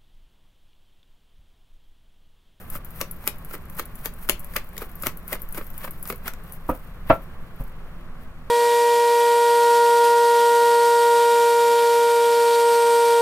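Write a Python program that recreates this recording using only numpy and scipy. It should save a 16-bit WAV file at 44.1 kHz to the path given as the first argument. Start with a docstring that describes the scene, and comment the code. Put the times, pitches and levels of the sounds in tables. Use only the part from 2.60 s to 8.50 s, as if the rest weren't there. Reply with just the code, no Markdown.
"""A humming room, close to a cloth-covered table. In an overhand shuffle, packets of cards swish off the
deck and slap into the other palm four times a second, while a bead bracelet ticks on the wrist. The deck
is then knocked square twice and laid down, ringing the table top and thudding in the cloth. Under it all
the room rumbles and the microphone hisses; cards and beads are bright in the high treble."""
import sys
import numpy as np
from scipy import signal
from scipy.fft import rfft, irfft, next_fast_len
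from scipy.io import wavfile
from scipy.ndimage import map_coordinates

SR = 44100
rng = np.random.default_rng(int(sys.argv[2]) if len(sys.argv) > 2 else 0)


def digitize_waveform(pressure):
    """Quantize a signal to 16-bit integers and store it at the path in sys.argv[1].

    Rows of a 2-D input are taken as channels; values are limited to [-1, 1].
    """
    field = np.atleast_2d(pressure).T
    bounded = np.clip(field, -1, 1)
    quanta = np.round(bounded * 32767).astype(np.int16)
    wavfile.write(sys.argv[1], SR, quanta)


N = 260190

# Noise colours of the bed. Each row: frequency in Hz, relative level in dB.
HUM_COLOUR = [(20, -34), (34, 1), (43, -13.5), (123, -12), (145, -11.5), (178, -11), (201, -22.5),
              (232, -20), (263, -28.5), (342, -21), (387, -24.5), (515, -23), (932, -28), (1080, -22.5),
              (4500, -44.5), (5850, -82), (9900, -120)]  # room rumble
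SWAY_COLOUR = [(1, -6), (5, 0), (10, -3), (16, 1), (19, -1), (23, -12), (40, -40), (100, -130)]  # slow air pressure
MIC_HISS_COLOUR = [(2060, -40), (3500, -10), (3930, -18), (4220, -8), (7480, -7.5), (7880, -7.5),
                   (14700, -7.5), (16500, -23)]
# Stereo image of the rumble. Each row: frequency in Hz, left-right likeness from -1 to 1.
HUM_LIKENESS = [(60, 1), (180, 1), (550, 0.87), (1650, 0.68), (3100, -0.64), (4500, -0.8)]
# Fuzzy steady tones in the room. Each row: pitch in Hz, nominal width in Hz, level in dB.
ROOM_DRONES = [(175.2, 22.7, -52.5), (240.5, 20, -58.5), (115.2, 11, -61.5), (66.3, 7.6, -50.5),
               (31.4, 10.6, -46)]
# Echo off table and walls. Each row: frequency in Hz, time to fall 60 dB in seconds.
ROOM_DECAY = [(200, 0.2), (1400, 0.16), (4000, 0.18), (12000, 0.11)]

# Level ride of loose cards sliding on cards. Each row: time in seconds, relative hiss level in dB.
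SLIDE_RIDE = [(0, -51), (.2, -69.5), (.5, -58.5), (1.2, -69), (1.75, -60), (2.4, -61), (3.1, -57),
              (3.45, -59), (3.65, -64), (4.1, -60.5), (4.7, -68.5), (5.9, -73)]
# Cards brushing each other or the cloth. Each row: peak time in seconds, relative swish level in dB,
# rustle over swish in dB, swell time in seconds.
CARD_BRUSHES = [(0.157, -38, -4, 0.021), (.31, -60, -5, 0.013), (.413, -42, -6, 0.042), (.54, -72, -6, .02),
                (.676, -38, -5.5, 0.022), (0.946, -41, -6, 0.029), (1.14, -61, -7, 0.014),
                (1.196, -36, -4.5, 0.02), (1.4, -48, -5, 0.042), (1.458, -36, -5, 0.012),
                (1.63, -46.5, -10, 0.025), (1.695, -42, -5, 0.015), (1.91, -60.5, 8, 0.015),
                (1.962, -42, -9, 0.031), (2.225, -38.5, -1.5, 0.025), (2.445, -41.5, -10, 0.022),
                (2.469, -34, 0.5, 0.012), (2.73, -34, -3, 0.018), (2.955, -43, -9, 0.0083),
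                (2.982, -38.5, -0.5, .012), (3.2, -64, -12, 0.028), (3.248, -42, 1.5, 0.03),
                (3.44, -59, -12, 0.041), (3.501, -34, -10.5, .021), (3.674, -36, 0.5, .012),
                (3.88, -53, -12, 0.013), (3.95, -52, -19, 0.011), (4.098, -42, -13, 0.0086),
                (4.165, -52, -10, 0.024), (4.25, -64, -10, .02), (4.495, -45, 7.5, .0097),
                (4.54, -48, -9, 0.012), (4.635, -61, -6, 0.023), (5.011, -50, -4, 0.015),
                (5.08, -58.5, -10, .01), (5.63, -63, -12, 0.017)]
# The clearer bead touches. Each row: start in seconds, relative tick level in dB, then lower and upper
# ring over the tick in dB.
BEAD_TICKS = [(0.0797, -46, -25, -25), (0.1008, -26.5, -14, -18), (0.2465, -33, -17, -10),
              (0.2534, -38, -30, -20), (0.2886, -54, -25, -25), (0.3068, -41, -20, -3),
              (0.3585, -39.5, -20, -20), (0.512, -27.5, -7.5, -20), (0.563, -46, -25, -10),
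              (0.7586, -45, -22, -23), (0.784, -39, -14, -14), (0.8479, -32, -25, -22),
              (0.8883, -45, -17, -15), (1.0205, -45, -31, -25), (1.054, -43.5, -27, -18),
              (1.0988, -40, -25, -25), (1.1477, -40, -12, -14), (1.255, -32, -11, -25),
              (1.355, -33.5, -16, -22), (1.5375, -37.5, -10.5, -15), (1.593, -40, -25, -25),
              (1.795, -33.5, -8, -20), (1.8024, -36, -18, -20), (1.8455, -33, -25, -25),
              (1.872, -47, -25, -25), (2.044, -44, -25, -25), (2.0895, -41, -20, -20),
              (2.1325, -47, -25, -25), (2.2482, -41.5, -20, -20), (2.315, -40.5, -28, -25),
              (2.3535, -41, -12, 3), (2.398, -44, -25, -25), (2.423, -25.5, -10, -20),
              (2.572, -31.5, -21, -11), (2.6794, -27, -14, -16), (2.8185, -31, -14, -1),
              (2.8892, -39, -21, -21), (2.9092, -49, -20, -20), (2.9245, -29.5, -10, -18),
              (3.043, -40, -14, -20), (3.0663, -41, -15, 0), (3.103, -42, -25, -25),
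              (3.1789, -28.5, -17, -18), (3.3092, -31.5, -10, -18), (3.4271, -26, -14, -18),
              (3.5585, -41, -6, -20), (3.508, -33, -25, -25), (3.58, -41, -25, -25),
              (3.642, -46.5, -20, -20), (3.8361, -43.5, -13, -20), (3.9222, -34.5, -4, -20),
              (3.935, -36, -25, -25), (4.487, -46.5, -25, -20), (4.535, -50, -10, -20),
              (4.96, -53, -25.5, -5.5), (5.0385, -45, -25, -20)]
# The two notes of the beads. Each row: pitch in Hz, nominal decay in seconds.
BEAD_MODES = [(10150, 0.027), (13300, 0.044)]
# Packets landing, often a leading edge first. Each row: start in seconds, relative levels of clack,
# edge snap and palm thud in dB, clack pitch in Hz, thud pitch in Hz.
PACKET_LANDINGS = [(0.1535, -27, -42, -33, 1300, 590), (0.407, -23, -34.5, -63, 1280, 550),
                   (0.413, -21, -17.5, -23.5, 1130, 555), (0.6405, -33, -46, -43, 920, 580),
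                   (0.6696, -23.5, -34.5, -31.5, 1400, 854), (0.6756, -20.5, -17, -31, 1190, 580),
                   (0.91, -29, -45, -39, 1330, 533), (0.9401, -28.5, -40, -33.5, 1290, 407),
                   (0.951, -28, -40, -36.5, 1320, 447), (1.189, -24, -41, -37, 1390, 541),
                   (1.1956, -16.5, -22.5, -35, 1215, 530), (1.4572, -22.5, -22, -28.5, 1770, 465),
                   (1.6892, -15.5, -26.5, -32, 1360, 350), (1.6953, -15, -11.5, -23, 2190, 592),
                   (1.9366, -32, -40.5, -50, 1760, 447), (1.9578, -22, -40, -35, 1190, 555),
                   (1.962, -16, -24.5, -32, 1220, 570), (1.9647, -17.5, -16, -34, 1890, 557),
                   (2.1672, -32, -36, -44, 1940, 433), (2.1785, -37, -28.5, -39, 1500, 450),
                   (2.2181, -24.5, -38, -30.5, 1260, 457), (2.4347, -19.5, -34, -32, 1270, 560),
                   (2.4613, -19, -33, -29, 1360, 604), (2.4686, -19.5, -20, -29, 1200, 345),
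                   (2.491, -28, -49, -52, 1090, 592), (2.7228, -24, -39, -25, 1300, 536),
                   (2.7287, -17.5, -21, -30.5, 2040, 617), (2.753, -26, -45, -40, 1220, 557),
                   (2.946, -34, -36, -39, 1420, 437), (2.9488, -33, -49, -49, 1500, 450),
                   (2.9767, -33, -40, -32, 1380, 410), (2.9809, -24, -46, -31.5, 1340, 425),
                   (3.011, -26, -78, -35, 1220, 550), (3.2429, -26.5, -39, -31.5, 1680, 580),
                   (3.2761, -25, -57, -36, 1100, 543), (3.4545, -31.5, -41, -57, 1190, 503),
                   (3.5003, -17.5, -28, -26.5, 1194, 450), (3.5246, -26, -35, -32, 1300, 507),
                   (3.658, -33, -45, -36, 2000, 410), (3.679, -16, -27, -39, 1430, 650),
                   (3.7359, -35, -37.5, -48, 1400, 500)]
# The cards sit off to one side. Each row: frequency in Hz, phase lead of left over right in radians.
CARD_PHASE_LEAD = [(500, 0), (1200, .5), (1980, .8), (3270, 2.3), (4650, 5.8), (14000, 5.8)]
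# The deck meeting the table. Each row: start in seconds, ring level in dB, contact time in seconds,
# thud level in dB, nominal thud decay in seconds, jolt level in dB.
DECK_KNOCKS = [(4.0896, -10.5, 0.00019, -26.5, 0.17, -16.5), (4.4985, -1, 0.00038, -9.5, 0.11, -22.5),
               (4.999, -26, 0.00076, -44, 0.28, -17.5)]
# Modes of the table top. Each row: pitch in Hz, relative levels in dB for the first knock, the second
# knock and the lay-down, time to fall 60 dB in seconds.
TABLE_MODES = [(133, -4, -24, 7, 0.042), (240, -5.5, -25, -1.5, 0.079), (302, 2.5, -4.5, -2, 0.038),
               (382, 3, -32, -14, 0.021), (512.5, -6, -30, -23, 0.12), (545, -6.5, -5.5, -1.5, 0.097),
               (615, -8, -9, -4, 0.08), (634.4, 0.5, 7, -16, 0.053), (774, -13, -11, -9, 0.043),
               (952, 6, 6.5, -1, 0.039), (1180, 3, -15, -13, 0.043), (1277, -2, -4, -14, 0.086),
               (1348, -13, -5.5, -13, 0.15), (1890, -22, -17, -20, 0.031), (1950, -10, -3, -9, 0.043),
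               (2654, -27, 4, -24, 0.054), (3400, -30, -24, -30, .025), (4300, -36, -29, -30, .02)]

# Noise colours of the foley. Each row: frequency in Hz, relative level in dB.
RUB_COLOUR = [(2940, -39), (5000, -10), (7530, -8), (11600, 3), (14100, 7), (15900, 1), (16300, -8.5),
              (16500, -18)]  # bright hiss of card faces
RUSTLE_COLOUR = [(100, -67.5), (250, -30), (500, -1), (1100, 5.5), (2000, 2), (3500, -4), (6000, -17.5),
                 (9000, -39), (14000, -77)]  # their duller rustle
BEAD_COLOUR = [(1760, -54), (3000, -20), (5700, -18), (7060, -10), (9190, -7.5), (9940, -1.5), (13200, 9.5),
               (15300, 1), (16500, -3)]  # bead on bead
SNAP_COLOUR = [(1470, -16), (2500, -3), (3190, -6), (4590, -8.5), (5250, -9), (8170, -9.5), (9350, -11.5),
               (12600, 1), (16000, -10.5), (16500, -9.5)]  # card edges landing
FLUTTER_COLOUR = [(500, -53.5), (1000, -38), (1500, 3), (2200, 5.5), (3200, -8.5), (5000, -11.5),
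                  (9000, -68)]  # a packet bending
PALM_AIR_COLOUR = [(60, -74), (120, -4), (230, -3.5), (400, -3), (700, -11), (1200, -10), (3000, -91)]  # air pressed out of the palm
CLOTH_COLOUR = [(120, 1.5), (300, -10.5), (600, -0.5), (1300, -6.5), (1600, -13), (2700, -20.5),
                (4500, -39), (9000, -78)]  # the deck thudding in the cloth


def amp(db):
    """Decibels to gain."""
    return 10 ** (np.asarray(db) / 20)


def unit(x):
    """x at rms 1."""
    return x / np.sqrt(np.mean(x ** 2) + 1e-20)


def along(points, hz):
    """Read a curve of (Hz, value) points on a log frequency axis."""
    freqs, values = np.transpose(points)
    return np.interp(np.log(hz + 1), np.log(freqs + 1), values)


def colour(points):
    """An EQ curve through (Hz, dB) points."""
    return lambda hz: amp(along(points, hz))


def filtered(x, response):
    """x through a complex frequency response."""
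    size = next_fast_len(N + SR // 2)
    return irfft(rfft(x, size) * response(np.fft.rfftfreq(size, 1 / SR)), size)[..., :N]


def wobble(rate):
    """A smooth random curve, rate knots a second."""
    return map_coordinates(rng.standard_normal(int(N * rate / SR) + 4), [np.arange(N) * rate / SR])


def noise(eq, likeness):
    """Stereo noise of rms 1, coloured by eq, its width set by (Hz, left-right likeness) points."""
    def mid_side(hz):
        angle = np.arccos(np.clip(along(likeness, hz), -1, 1)) / 2
        return eq(hz) * [np.cos(angle), np.sin(angle)]
    mid, side = filtered(rng.standard_normal((2, N)), mid_side)
    return unit(np.array([mid + side, mid - side]))


def bursts(starts, peaks_db, rise_s, decay_s, left_db=0):
    """Stereo envelope of hits, each falling 60 dB in decay_s plus six rise times."""
    out, t = np.zeros((2, N + SR)), np.arange(SR // 4) / SR
    shape = (1 - np.exp(-t / rise_s)) ** 2 * amp(-60 * t / (decay_s + 6 * rise_s))
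    panned = amp([[left_db / 2], [-left_db / 2]]) * shape / shape.max()
    for start, db in zip(starts, peaks_db):
        out[:, round(start * SR):][:, :len(t)] += amp(db) * panned
    return out[:, :N]


def room(x, wet_db):
    """The direct sound and its echo off table and walls; a new tail for each quarter second."""
    out = np.pad(x, ((0, 0), (0, SR)))
    step, predelay = SR // 4, 130  # samples
    for start in range(0, N, step):
        hz, t, (mid, side) = signal.stft(rng.standard_normal((2, SR // 3)), SR, nperseg=128)
        width = np.clip(hz / 2600, .12, 1)[:, None]  # long waves reach both sides alike
        wash = np.array([mid + width * side, mid - width * side]) / np.hypot(1, width)
        decay = amp(-60 * t / along(ROOM_DECAY, hz)[:, None])
        tail = signal.istft(wash * decay, SR, nperseg=128)[1]
        echo = signal.fftconvolve(x[:, start:start + step], tail / np.linalg.norm(tail[0]), axes=1)
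        out[:, start + predelay:][:, :echo.shape[1]] += amp(wet_db) * echo
    return out[:, :N]


def off_axis(x, lead):
    """Sound from one side reaches the two microphone ports out of step."""
    return filtered(x, lambda hz: np.exp(.5j * along(lead, hz) * np.array([[1], [-1]])))


def two_bandpasses(centre_hz, width_hz):
    """An EQ curve of two like resonances in series."""
    return lambda hz: (1j * hz * width_hz / (centre_hz ** 2 - hz ** 2 + 1j * hz * width_hz)) ** 2


def room_tone():
    """The bed: unsteady rumble, fuzzy drones, slow air pressure and the microphone's own hiss."""
    rumble = amp(-44.5 + .6 * wobble(5)) * noise(colour(HUM_COLOUR), HUM_LIKENESS)
    drones = sum(amp(db) * noise(two_bandpasses(hz, 1.36 * width), [(200, 0.95)])
                 for hz, width, db in ROOM_DRONES)
    sway = amp(-36) * noise(colour(SWAY_COLOUR), [(10, .97)])
    hiss = amp(-67) * noise(colour(MIC_HISS_COLOUR), [(9000, 0.026)])
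    return rumble + drones + sway + hiss


def card_slides():
    """Card faces rub: a grainy hiss and a duller rustle, left of centre, swelling at each brush."""
    t, release_s = np.arange(N) / SR, 0.013
    grip = wobble(78)  # roughens both layers together
    hiss_db = np.interp(t, *np.transpose(SLIDE_RIDE)) + 1.5 * wobble(6.2)
    hiss_level = amp(hiss_db)
    rustle_level = amp(-59.5 + 0.24 * (hiss_db + 61.5))  # loosely follows the hiss
    for peak_s, db, rustle_db, swell_s in CARD_BRUSHES:
        swell = amp(db) * np.exp(-np.abs(t - peak_s) / np.where(t < peak_s, swell_s, release_s))
        hiss_level += swell
        rustle_level += amp(rustle_db) * swell
    hiss = amp(2.2 * grip + 2.8 * wobble(500)) * noise(colour(RUB_COLOUR), [(9000, .7)])
    rustle = amp(2.2 * grip + 1.5 * wobble(200)) * noise(colour(RUSTLE_COLOUR), [(2000, .7)])
    return hiss_level * hiss * amp([[2.1], [-2.1]]) + rustle_level * rustle * amp([[.6], [-.6]])


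def bracelet():
    """Beads on the left rattle briefly and ring on; faint chance touches fall during the shuffle."""
    t = np.arange(N) / SR
    shuffle_end_s, left_db = 3.95, 8.5
    faint = [(rng.uniform(0, shuffle_end_s), rng.uniform(-52, -47), -20, -20) for _ in range(14)]
    starts, tick_db, *rings_db = np.vstack([BEAD_TICKS, faint]).T
    grain = amp(3.5 * wobble(900))  # a touch is several tiny contacts
    rattle = unit(grain * noise(colour(BEAD_COLOUR), [(9000, 0.14)]))
    ticks = rattle * bursts(starts, tick_db, rise_s=0.00012, decay_s=0.013, left_db=left_db)
    ring = np.zeros((2, N))
    for ring_db, (hz, decay_s) in zip(rings_db, BEAD_MODES):
        envelope = bursts(starts, tick_db + ring_db, rise_s=0.00082, decay_s=decay_s, left_db=left_db)
        shimmer = amp(3.4 * wobble(120))
        ring += envelope * shimmer * np.sin(2 * np.pi * hz * t + 2.1 * wobble(60))
    return room(ticks + .5 * ring, wet_db=-7) + .5 * ring  # half the ring stays dry


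def ping(t, hz, db, rise_s, t60):
    """A struck, dying sine at a random phase."""
    envelope = amp(db - 60 * t / t60) * (1 - np.exp(-t / rise_s))
    return envelope * np.sin(2 * np.pi * hz * t + rng.uniform(0, 2 * np.pi))


def packet_slaps():
    """Each packet snaps at its edges, clacks and flutters as it bends, and thuds into the hollow palm."""
    starts, clack_db, snap_db, palm_db, clack_hz, thud_hz = np.transpose(PACKET_LANDINGS)
    grain = amp(3.5 * wobble(700))  # the cards land edge by edge
    snap = unit(grain * noise(colour(SNAP_COLOUR), [(3000, 0.49)]))
    snap *= bursts(starts, snap_db + 4, rise_s=0.00015, decay_s=0.012, left_db=7)
    flutter = noise(colour(FLUTTER_COLOUR), [(1000, 0.49)])
    flutter *= bursts(starts, clack_db - 15, rise_s=0.00087, decay_s=0.034)
    puff = noise(colour(PALM_AIR_COLOUR), [(300, 1.0)])
    puff *= bursts(starts, palm_db - 6.5, rise_s=0.00183, decay_s=0.035)
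    body, t = np.zeros(N + SR), np.arange(SR // 8) / SR
    for i, start in enumerate(starts):
        clack = ping(t, clack_hz[i], clack_db[i] + 2, rise_s=0.00074, t60=0.014)
        thud = ping(t, thud_hz[i], palm_db[i] + 4.5, rise_s=0.0015, t60=0.035)
        body[round(start * SR):][:len(t)] += clack + thud
    return room(snap, wet_db=-9) + room(flutter + puff + body[:N], wet_db=-9.5)


def deck_knocks():
    """The deck rings the table top and thuds in the cloth; a deep jolt also reaches the microphone."""
    table, t = np.zeros(N + SR), np.arange(SR // 2) / SR
    thud_level = np.zeros((2, N))
    jolt = np.sin(2 * np.pi * 32 * t) * (1 - np.exp(-t / 0.0096)) * amp(-60 * t / 0.19)
    for spot, (start, ring_db, contact_s, thud_db, thud_s, jolt_db) in enumerate(DECK_KNOCKS):
        ring = np.zeros(len(t))
        for hz, *spot_db, t60 in TABLE_MODES:
            phase = rng.uniform(-0.72, 2.17)
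            ring += amp(spot_db[spot] - 60 * t / t60) * np.sin(2 * np.pi * hz * t + phase)
        force = t * np.exp(-t / contact_s)  # longer contact, duller knock
        bloom = 1 - np.exp(-t / 0.0053)
        knock = signal.fftconvolve(force, ring * bloom)[:len(t)]
        knock /= np.abs(knock).max()
        table[round(start * SR):][:len(t)] += amp(ring_db) * knock + amp(jolt_db) * jolt
        thud_level += bursts([start], [thud_db], rise_s=0.0012, decay_s=thud_s)
    thud = thud_level * noise(colour(CLOTH_COLOUR), [(600, 0.84), (3000, 0.13)])
    return room(table[:N] * amp([[-.3], [.3]]) + thud, wet_db=-13)


def scene():
    """The mix: cards, wrist and table over the room tone."""
    cards = off_axis(packet_slaps() + card_slides(), CARD_PHASE_LEAD)
    return cards + bracelet() + deck_knocks() + room_tone()


def record(dry):
    """Peaks round off; the very top steps down 22 dB, then cuts out at the band limit."""
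    step_hz, limit_hz = 15850, 16974
    rounded = dry / (1 + np.abs(dry) ** 8) ** (1 / 8)
    return filtered(rounded, lambda hz: amp(-22 * (hz > step_hz)) * (hz < limit_hz))


dry = scene()
out = record(dry)
digitize_waveform(out)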